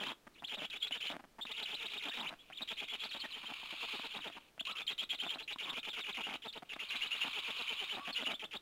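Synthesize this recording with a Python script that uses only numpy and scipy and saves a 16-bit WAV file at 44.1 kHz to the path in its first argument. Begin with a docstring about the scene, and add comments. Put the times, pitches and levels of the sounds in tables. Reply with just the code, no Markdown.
"""Harsh, squealing rasps, about nine a second: black stork chicks begging in bouts on a treetop nest
in a pine forest, close to the nest camera's microphone. Flapping membranes chop their breath into puffs
that ring the throat. Each rasp, at times with a clear cry in it, rides over a low falling coo and closes
on a creak and a whistled flick. Longer rattles run through or end some calls, amid lone clucks, squeaks
and two held hisses. Behind are faint air in the trees and two low whistles lingering among the trunks."""
import sys
import numpy as np
from scipy import signal
from scipy.fft import rfft, irfft, next_fast_len
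from scipy.io import wavfile

SR = 44100
rng = np.random.default_rng(int(sys.argv[2]) if len(sys.argv) > 2 else 0)


def pcm_store(signal):
    """Save signal as 16-bit PCM."""
    levels = np.round(np.clip(np.atleast_2d(signal), -1, 1) * 32767)
    wavfile.write(sys.argv[1], SR, levels.astype(np.int16).T)


N = 379701


def gain_of(db):
    """Decibels to amplitude."""
    return 10 ** (np.asarray(db) / 20)


def unit_rms(x):
    """Scales to rms 1."""
    return x / np.sqrt(np.mean(x ** 2) + 1e-20)


def add(mix, start_s, sound):
    """Lays a sound into the mix."""
    part = mix[max(round(start_s * SR), 0):][:len(sound)]
    part += sound[:len(part)]


def wobble(size, hz):
    """Smooth random motion, of rms about 1, that changes up to hz times a second."""
    padded = next_fast_len(size + 2048, True)
    f = np.fft.rfftfreq(padded, 1 / SR)
    rolloff = np.exp(-np.minimum((f / hz) ** 2, 20))
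    return unit_rms(irfft(rfft(rng.standard_normal(padded)) * rolloff, padded))[:size]


def ring(spectrum, size=1024):
    """The causal impulse response, of energy 1, that has a given spectrum."""
    hz, db = np.transpose(spectrum)
    f = abs(np.fft.fftfreq(size, 1 / SR))
    log_gain = np.log(gain_of(np.interp(np.log(f + 1), np.log(hz), db)))
    response = np.fft.ifft(np.exp(np.conj(signal.hilbert(log_gain)))).real
    return response / np.linalg.norm(response)


def progress(length):
    """Runs from 0 to 1 over a length in seconds."""
    return np.linspace(0, 1, max(round(length * SR), 128))


def swell(u, rise, fall):
    """An envelope of rms 1; rise and fall are shares of its length."""
    ramp = np.clip(np.minimum(u / rise, (1 - u) / fall), 0, 1)
    return unit_rms(np.sin(np.pi / 2 * ramp) ** 2)


# The air in the pines around the nest. Each row: frequency in Hz, relative level in dB.
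FOREST_SPECTRUM = [(25, -5), (90, -16), (300, -11.5), (1000, -20.5), (3000, -24), (6000, -30), (15000, -35)]


def forest_air(db=-68):
    """Faint steady air in the trees, mostly rumble."""
    air = signal.oaconvolve(rng.standard_normal(N + 8192), ring(FOREST_SPECTRUM, size=8192), "valid")
    return gain_of(db) * unit_rms(air[:N])


def trunk_echoes(x, t60, echo_db):
    """Scattered echoes that come back to the microphone from the trunks."""
    t = np.arange(SR // 2) / SR
    taps = rng.standard_normal(len(t)) * (rng.random(len(t)) < .05)
    taps = taps * (t > .015) * gain_of(-60 * t / t60)
    band = signal.butter(1, [900, 5000], "bandpass", fs=SR, output="sos")
    taps = signal.sosfilt(band, taps / np.linalg.norm(taps))
    return gain_of(echo_db) * signal.oaconvolve(x, taps)[:N]


def squeak(length, first_hz, last_hz, db, arch=2.235, quaver=.019, grit=.32, flutter_db=3, skirt_s=.004):
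    """A thin whistle, as (delay, sound): it arches higher the longer it lasts, and is roughest low down."""
    span = length + 2 * skirt_s
    u = progress(span)
    along = np.clip((u * span - skirt_s) / length, -.2, 1.2)
    bow = 1 - (2 * along - 1) ** 2
    glide_hz = first_hz + (last_hz - first_hz) * along
    hz = glide_hz * (1 + arch * length * bow) * (1 + quaver * wobble(len(u), hz=500))
    roughness = grit * (hz.mean() / hz) ** 2 * wobble(len(u), hz=880)
    flutter = gain_of(flutter_db * np.tanh(wobble(len(u), hz=200)))
    tone = np.sin(2 * np.pi * np.cumsum(hz) / SR) * (1 + roughness) * flutter
    return -skirt_s, gain_of(db) * unit_rms(tone * swell(u, rise=.25, fall=.48))


# Two low whistles among the trunks, and the chicks' squeaks close to the microphone.
# Each row: start and length in seconds, first and last pitch in Hz, relative level in dB.
LOW_WHISTLES = [(4.666, 0.059, 933, 1322, -52.5), (8.0, 0.046, 1022, 1065, -54)]
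CHICK_SQUEAKS = [(0.441, 0.02, 2650, 3700, -43), (1.41, 0.034, 3300, 3460, -43),
                 (1.659, 0.018, 3100, 2250, -44), (2.11, 0.035, 1550, 1800, -53),
                 (2.261, 0.023, 2150, 3200, -42), (2.388, 0.046, 3070, 3100, -60.5),
                 (2.523, 0.02, 1920, 3600, -51.5), (2.544, 0.039, 3750, 2270, -56.5),
                 (2.932, 0.025, 3100, 2750, -43.5), (3.039, 0.019, 3800, 4600, -47.5),
                 (3.091, 0.029, 4400, 3210, -52), (3.197, 0.031, 4300, 3570, -47),
                 (3.246, 0.015, 1896, 1700, -47.5), (3.31, 0.025, 4100, 3200, -51),
                 (4.596, 0.02, 2700, 3600, -39.5), (5.262, 0.03, 3300, 3380, -46),
                 (5.42, 0.035, 3800, 3750, -56), (5.89, 0.04, 3600, 2950, -47),
                 (6.005, 0.037, 3700, 2940, -47), (6.127, 0.019, 4050, 2360, -48),
                 (6.48, 0.032, 3500, 3270, -47), (8.126, 0.025, 4400, 3850, -46.5),
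                 (8.339, 0.027, 3050, 3450, -44.5)]


def whistles(rows):
    """Single gliding whistles, one to a row."""
    mix = np.zeros(N)
    for start, length, first_hz, last_hz, db in rows:
        delay, sound = squeak(length, first_hz, last_hz, db)
        add(mix, start + delay, sound)
    return mix


# A chick's throat as it creaks. Each row: frequency in Hz, relative level in dB.
CREAK_SPECTRUM = [(70, -24), (135, -3.5), (280, 9), (450, -6), (720, 0.5), (1450, 1), (2000, -3),
                  (3400, -12), (4600, -28), (15000, -59)]


def creak(length, rate_hz, db, slowing=.4, jitter=.06, spread_db=4.0, air=.11, hollow=2.1):
    """Separate throat pulses, slowing down, each followed by a little air."""
    u = progress(length)
    pulse_hz = rate_hz * np.exp(slowing * (.5 - u) + jitter * wobble(len(u), hz=143.3))
    turns = np.cumsum(pulse_hz) / SR
    pulses = np.diff(np.floor(turns), prepend=-1) * gain_of(spread_db * wobble(len(u), hz=206))
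    breath = air * np.exp(-(turns % 1) / .67) * rng.standard_normal(len(u))
    sound = signal.fftconvolve(pulses + breath, ring(CREAK_SPECTRUM))
    # the throat's hollow resonance shifts from call to call
    hollow_hz = 740 * np.exp(.19 * rng.standard_normal())
    sound = sound + hollow * signal.lfilter(*signal.iirpeak(hollow_hz, 6, fs=SR), sound)
    return gain_of(db) * sound * np.sqrt(len(u) / np.sum(sound ** 2))


# The chicks' throat creaks on the nest, close by.
# Each row: start and length in seconds, pulse rate in Hz, level in dB before the trim.
THROAT_CREAKS = [(0.0, 0.043, 204, -49), (0.066, 0.067, 129, -49.5), (0.268, 0.013, 200, -53),
                 (0.423, 0.018, 133, -52), (0.571, 0.063, 173, -51.5), (0.909, 0.012, 130, -51),
                 (1.102, 0.066, 182, -48.5), (1.194, 0.016, 231, -54.5), (1.24, 0.012, 180, -56),
                 (1.385, 0.02, 199, -51), (1.453, 0.01, 193, -51), (2.056, 0.041, 251, -50),
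                 (2.174, 0.1, 217, -50), (2.299, 0.045, 100, -52.5), (2.501, 0.015, 133, -54.5),
                 (3.237, 0.026, 221, -51), (3.435, 0.012, 205, -51.5), (3.497, 0.028, 150, -51.5),
                 (3.631, 0.0074, 200, -51), (3.727, 0.019, 151, -52.5), (3.992, 0.0062, 195, -45.5),
                 (4.181, 0.032, 89, -53), (4.264, 0.046, 109, -55), (4.368, 0.016, 200, -52),
                 (4.579, 0.0061, 154, -55), (4.61, 0.0048, 216, -49), (5.225, 0.057, 181, -50.5),
                 (5.348, 0.035, 82, -52.5), (5.56, 0.0032, 200, -45.5), (5.647, 0.094, 159, -52),
                 (6.173, 0.039, 219, -51), (6.269, 0.089, 202, -50), (6.623, 0.012, 201, -49.5),
                 (6.76, 0.0087, 193, -48), (7.244, 0.045, 149, -48), (7.968, 0.029, 177, -47),
                 (8.076, 0.032, 150, -48), (8.225, 0.015, 120, -46), (8.269, 0.074, 219, -48.5)]


def throat_creaks(trim_db=1.5):
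    """The chicks' throat creaks: long rattles in or ending calls, and short lone clucks."""
    mix = np.zeros(N)
    for start, length, rate_hz, db in THROAT_CREAKS:
        add(mix, start, creak(length, rate_hz, db + trim_db))
    return mix


def puffs(size, hz, jitter, open_share, leak):
    """Air chopped into uneven puffs by flapping membranes."""
    turns = np.cumsum(hz * np.exp(jitter * wobble(size, hz))) / SR
    return (leak + np.exp(-(turns % 1) / open_share)) * rng.standard_normal(size)


# A chick's throat as it hisses. Each row: frequency in Hz, relative level in dB.
HISS_SPECTRUM = [(150, -52), (820, -17), (1100, -7.5), (1750, -16), (2050, -13.5), (2400, 0.5),
                 (3000, -0.5), (3700, -7), (4250, -12), (5500, -29), (6700, -62), (8400, -35.5),
                 (15000, -38)]
# The bill during the first hiss. Each row: time in seconds, opening on a scale of 0 to 1.
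BILL_GAPE = [(3.65, 0), (3.92, 0.6), (4.15, 0.37), (4.4, 0)]
# Two held hisses near the microphone.
# Each row: start, full strength, release and end in seconds, held level in dB.
HELD_HISSES = [(2.3, 3.65, 3.95, 4.5, -46.7), (6.65, 6.9, 7.85, 8.4, -46.5)]


def hisses(flutter_db=2, gape_hz=4400, gape_gain=1.34, fade_db=-23):
    """Long throaty hisses that rattle a little; the first brightens as the bill opens."""
    t = np.arange(N) / SR
    air = puffs(N, hz=267, jitter=.47, open_share=.14, leak=1.0)
    air = air * gain_of(flutter_db * wobble(N, hz=79.5))
    sound = signal.oaconvolve(air, ring(HISS_SPECTRUM))[:N]
    bright = signal.lfilter(*signal.iirpeak(gape_hz, 5, fs=SR), sound)
    sound = sound + gape_gain * np.interp(t, *np.transpose(BILL_GAPE)) * bright
    effort = sum(gain_of(db + np.interp(t, times, [fade_db, 0, 0, fade_db], left=-np.inf, right=-np.inf))
                 for *times, db in HELD_HISSES)
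    return effort * unit_rms(sound)


def coo(length, db, pitch_hz=474, sag=.1646, split=.63, roll_db=-5, nasal_db=2):
    """A low nasal tone that holds, then sags and often breaks into half its pitch as the call ends."""
    u = progress(length)
    droop, breaking = rng.uniform(.48, 1.5, 2)
    held_hz = pitch_hz * (1 + .04 * rng.standard_normal())
    hz = held_hz * (1 - sag * droop * u ** 1.354 + .0075 * wobble(len(u), hz=200))
    phase = 2 * np.pi * np.cumsum(hz) / SR
    weights = {k: gain_of(roll_db * max(k - 2, 0) + nasal_db * (k > 1)) for k in range(1, 6)}
    harmonics = sum(weight * np.cos(k * phase) for k, weight in weights.items())
    halves = sum(weight * np.cos((k - .5) * phase) for k, weight in weights.items())
    tone = harmonics + 2 * split * breaking * u ** 3 * halves
    return gain_of(db) * unit_rms(tone * swell(u, rise=.46, fall=.13))


def squeal(u, hz, flare=.14, wander=.14, rough=.0588, flutter_db=4, reach=.3998):
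    """An unstable whistle: it dives in, tumbles about its pitch, and flicks up as the breath ends."""
    edges = flare * (2 * u - 1) ** 4
    # the membranes can only be stretched so far
    stretch = reach * np.tanh((edges + wander * wobble(len(u), hz=70.5)) / reach)
    pitch = hz * np.exp(stretch + rough * wobble(len(u), hz=856))
    flutter = gain_of(flutter_db * np.tanh(wobble(len(u), hz=350)))
    return unit_rms(np.sin(2 * np.pi * np.cumsum(pitch) / SR) * flutter)


# A chick's throat as it rasps. Each row: frequency in Hz, relative level in dB.
RASP_SPECTRUM = [(100, -51), (400, -13), (850, -17.5), (1400, -11.5), (1850, -13), (2450, 2.5),
                 (3350, -1.5), (3900, -12.5), (4600, -17), (5900, -21), (7200, -44), (9500, -33),
                 (15000, -34)]


def rasp(length, db, pitch_hz, slur, flutter_db=3.5, overhang=1.1, squeal_db=1.2, hollow=1.4, accent=.35):
    """A harsh burst: a rough squeal, and puffs of air that ring the throat and deepen as it opens."""
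    u = progress(length * overhang)
    air = puffs(len(u), hz=456, jitter=.12, open_share=.25, leak=.4)
    air = air * gain_of(flutter_db * wobble(len(u), hz=88))
    air = unit_rms(signal.fftconvolve(air, ring(RASP_SPECTRUM))[:len(u)])
    low = signal.sosfiltfilt(signal.butter(2, 1900, fs=SR, output="sos"), air)
    # the throat's middle resonance sits somewhere else in each call
    throat_hz = 1600 * np.exp(.17 * rng.standard_normal())
    throat = signal.lfilter(*signal.iirpeak(throat_hz, 8, fs=SR), air)
    opening = 1.3 * np.sin(np.pi * u ** 2) - .5
    air = air + low * opening + hollow * throat
    # pent-up pressure makes a clipped call start with a jolt; a slurred one starts softly
    jolt = 1 + accent * (1 - slur) * np.exp(-u / .091)
    push = swell(u, rise=.027 + .15 * slur, fall=.27) * jolt
    return gain_of(db) * unit_rms((air + gain_of(squeal_db) * squeal(u, pitch_hz)) * push)


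def begging_call(length, pitch_hz, slur, rasp_db, coo_db, cry_db, flick_db, creak_db):
    """One call as (delay, sound) parts: a rasp with a clear cry and a coo, then a creak and a flick."""
    low, high, above = np.exp(.055 * rng.standard_normal(3))  # pitch scatter from call to call
    dive_delay, dive = squeak(length=.02, first_hz=3850 * above, last_hz=2750, db=flick_db - 3)
    cry_delay, cry = squeak(length=.52 * length, first_hz=.975 * pitch_hz, last_hz=1.025 * pitch_hz,
                            db=cry_db, arch=1.9, quaver=.012, grit=.36)
    flick_delay, flick = squeak(length=.024, first_hz=2850 * low, last_hz=3550 * high,
                                db=flick_db, arch=6.5, quaver=.024, grit=.38)
    # a slurred call enters on a diving whistle; its rasp starts early and lasts longer
    return [(dive_delay - .011, slur * dive),
            (-.009 * slur, rasp(length * (1 + .3 * slur), rasp_db, pitch_hz, slur)),
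            (.13 * length + cry_delay, cry),
            (.35 * length, coo(.61 * length, coo_db)),
            (.6 * length, creak(length=.026, rate_hz=205, db=creak_db)),
            (.8 * length + flick_delay, flick)]


# Begging bouts right by the microphone; bouts that overlap are two chicks taking turns.
# Each row: first call, last call and nominal call length in seconds, voice pitch in Hz, slur from
# 0 (clipped) to 1 (slurred), then levels of rasp, coo, cry, flick and creak in dB before the trims.
BEGGING_BOUTS = [(0.0, 0.062, .064, 3050, .2, -42.3, -57, -49, -58, -62),
                 (0.352, 0.352, .045, 2600, .5, -61, -80, -75, -60, -80),
                 (0.485, 0.59, .068, 3050, .8, -44.5, -55, -55, -45.5, -56),
                 (0.699, 0.699, .078, 3050, .1, -44, -62, -55, -52, -65),
                 (0.813, 0.813, .07, 3150, .6, -47.5, -63, -36.5, -46, -70),
                 (0.908, 0.908, .075, 2850, 0, -42, -57, -39, -50, -65),
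                 (1.006, 1.06, .062, 2900, .8, -43, -62, -45, -50, -65),
                 (1.464, 2.15, .06, 2950, .7, -46, -55, -60, -44, -58),
                 (1.535, 2.225, .068, 2700, .9, -46, -62, -56, -50, -66),
                 (2.585, 2.585, .04, 2550, .8, -52, -70, -60, -42, -52),
                 (2.675, 2.675, .06, 3150, 0, -42, -53, -48, -50, -60),
                 (2.77, 2.99, .08, 3150, .7, -44, -56, -45, -52, -55),
                 (3.11, 3.11, .066, 3100, .3, -45.5, -60, -48, -50, -52),
                 (3.203, 3.45, .06, 3000, .7, -50.5, -60, -46.5, -57, -60),
                 (3.793, 4.217, .064, 3000, .9, -46, -52, -55, -49.5, -53),
                 (4.317, 4.317, .06, 2800, .8, -52, -67, -65, -66, -62),
                 (4.65, 4.753, .076, 3000, 0, -41.8, -60, -48, -47, -58),
                 (4.866, 5.091, .066, 3080, 0, -42.5, -60, -37.5, -48, -56),
                 (5.19, 5.284, .064, 3020, .7, -44, -57, -40.5, -49, -65),
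                 (5.384, 5.384, .046, 2750, .2, -46, -57, -52, -56, -65),
                 (5.476, 5.584, .058, 2750, 0, -42.5, -58, -46, -46, -65),
                 (5.648, 5.648, .055, 2900, .7, -45, -75, -60, -42, -65),
                 (5.727, 5.829, .072, 2750, 0, -43, -59, -53, -48, -53),
                 (5.931, 6.142, .079, 2700, .5, -42.3, -54, -50, -54, -53),
                 (6.226, 6.226, .074, 2700, 1, -45.5, -56, -43, -60, -65),
                 (6.297, 6.297, .066, 2600, .8, -44, -60, -60, -53, -65),
                 (6.42, 6.526, .058, 3000, 0, -48.5, -51, -60, -54, -55),
                 (6.692, 6.791, .052, 2700, 0, -44, -59, -47, -52, -65),
                 (6.9, 6.9, .07, 2650, .8, -43, -70, -46, -43, -53),
                 (7.007, 7.206, .066, 2700, .1, -42.5, -59, -37.5, -47, -65),
                 (7.33, 7.556, .068, 2850, .9, -44, -52, -52, -46, -58),
                 (7.665, 7.885, .075, 2850, .9, -44.5, -52, -42, -47, -58),
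                 (8.05, 8.05, .058, 2800, .8, -44, -69, -60, -52, -60),
                 (8.146, 8.244, .078, 2720, .8, -42.5, -53, -38.5, -46, -58),
                 (8.394, 8.509, .058, 2950, 0, -46, -52.5, -60, -47, -56)]


def begging(calls_per_s=9.3, uneven_db=.5):
    """The chicks fill each bout with like calls at an even pace, each a little different in level."""
    mix = np.zeros(N)
    trims_db = np.array([-2.4, -.6, -1, -1, 1.5])  # rasp, coo, cry, flick, creak
    for first, last, length, pitch_hz, slur, *levels_db in BEGGING_BOUTS:
        count = 1 + round((last - first) * calls_per_s)
        for start in np.linspace(first, last, count):
            parts_db = levels_db + trims_db + uneven_db * rng.standard_normal()
            for delay, sound in begging_call(length, pitch_hz, slur, *parts_db):
                add(mix, start + delay, sound)
    return mix


def scene(squeak_db=-1):
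    """Mono, from the nest: the chicks close and nearly dry, echoes and forest air behind them."""
    chicks = begging() + hisses() + gain_of(squeak_db) * whistles(CHICK_SQUEAKS) + throat_creaks()
    low_whistles = whistles(LOW_WHISTLES)
    echoes = trunk_echoes(chicks, t60=.15, echo_db=-17.5) + trunk_echoes(low_whistles, t60=.57, echo_db=-1)
    return (chicks + low_whistles + echoes + forest_air())[None]


# The nest camera's faint metallic copies of what reaches its microphone.
# Each row: upward shift in Hz, level in dB against the dry sound.
CAMERA_COPIES = [(4000, -24), (6000, -34), (8000, -29.5), (12000, -34.5)]


def record(dry, grit_db=-32, edge_hz=15850):
    """The camera adds shifted copies and a grit that rides on the signal, then cuts the highest treble."""
    t = np.arange(N) / SR
    analytic = signal.hilbert(dry)
    copies = sum(gain_of(db) * (analytic * np.exp(2j * np.pi * hz * t)).real for hz, db in CAMERA_COPIES)
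    grit = gain_of(grit_db) * dry * rng.standard_normal(N)
    band_limit = signal.firwin(511, edge_hz, window=("kaiser", 9), fs=SR)
    return signal.oaconvolve(dry + copies + grit, band_limit[None], "same")


dry = scene()
out = record(dry)
pcm_store(out)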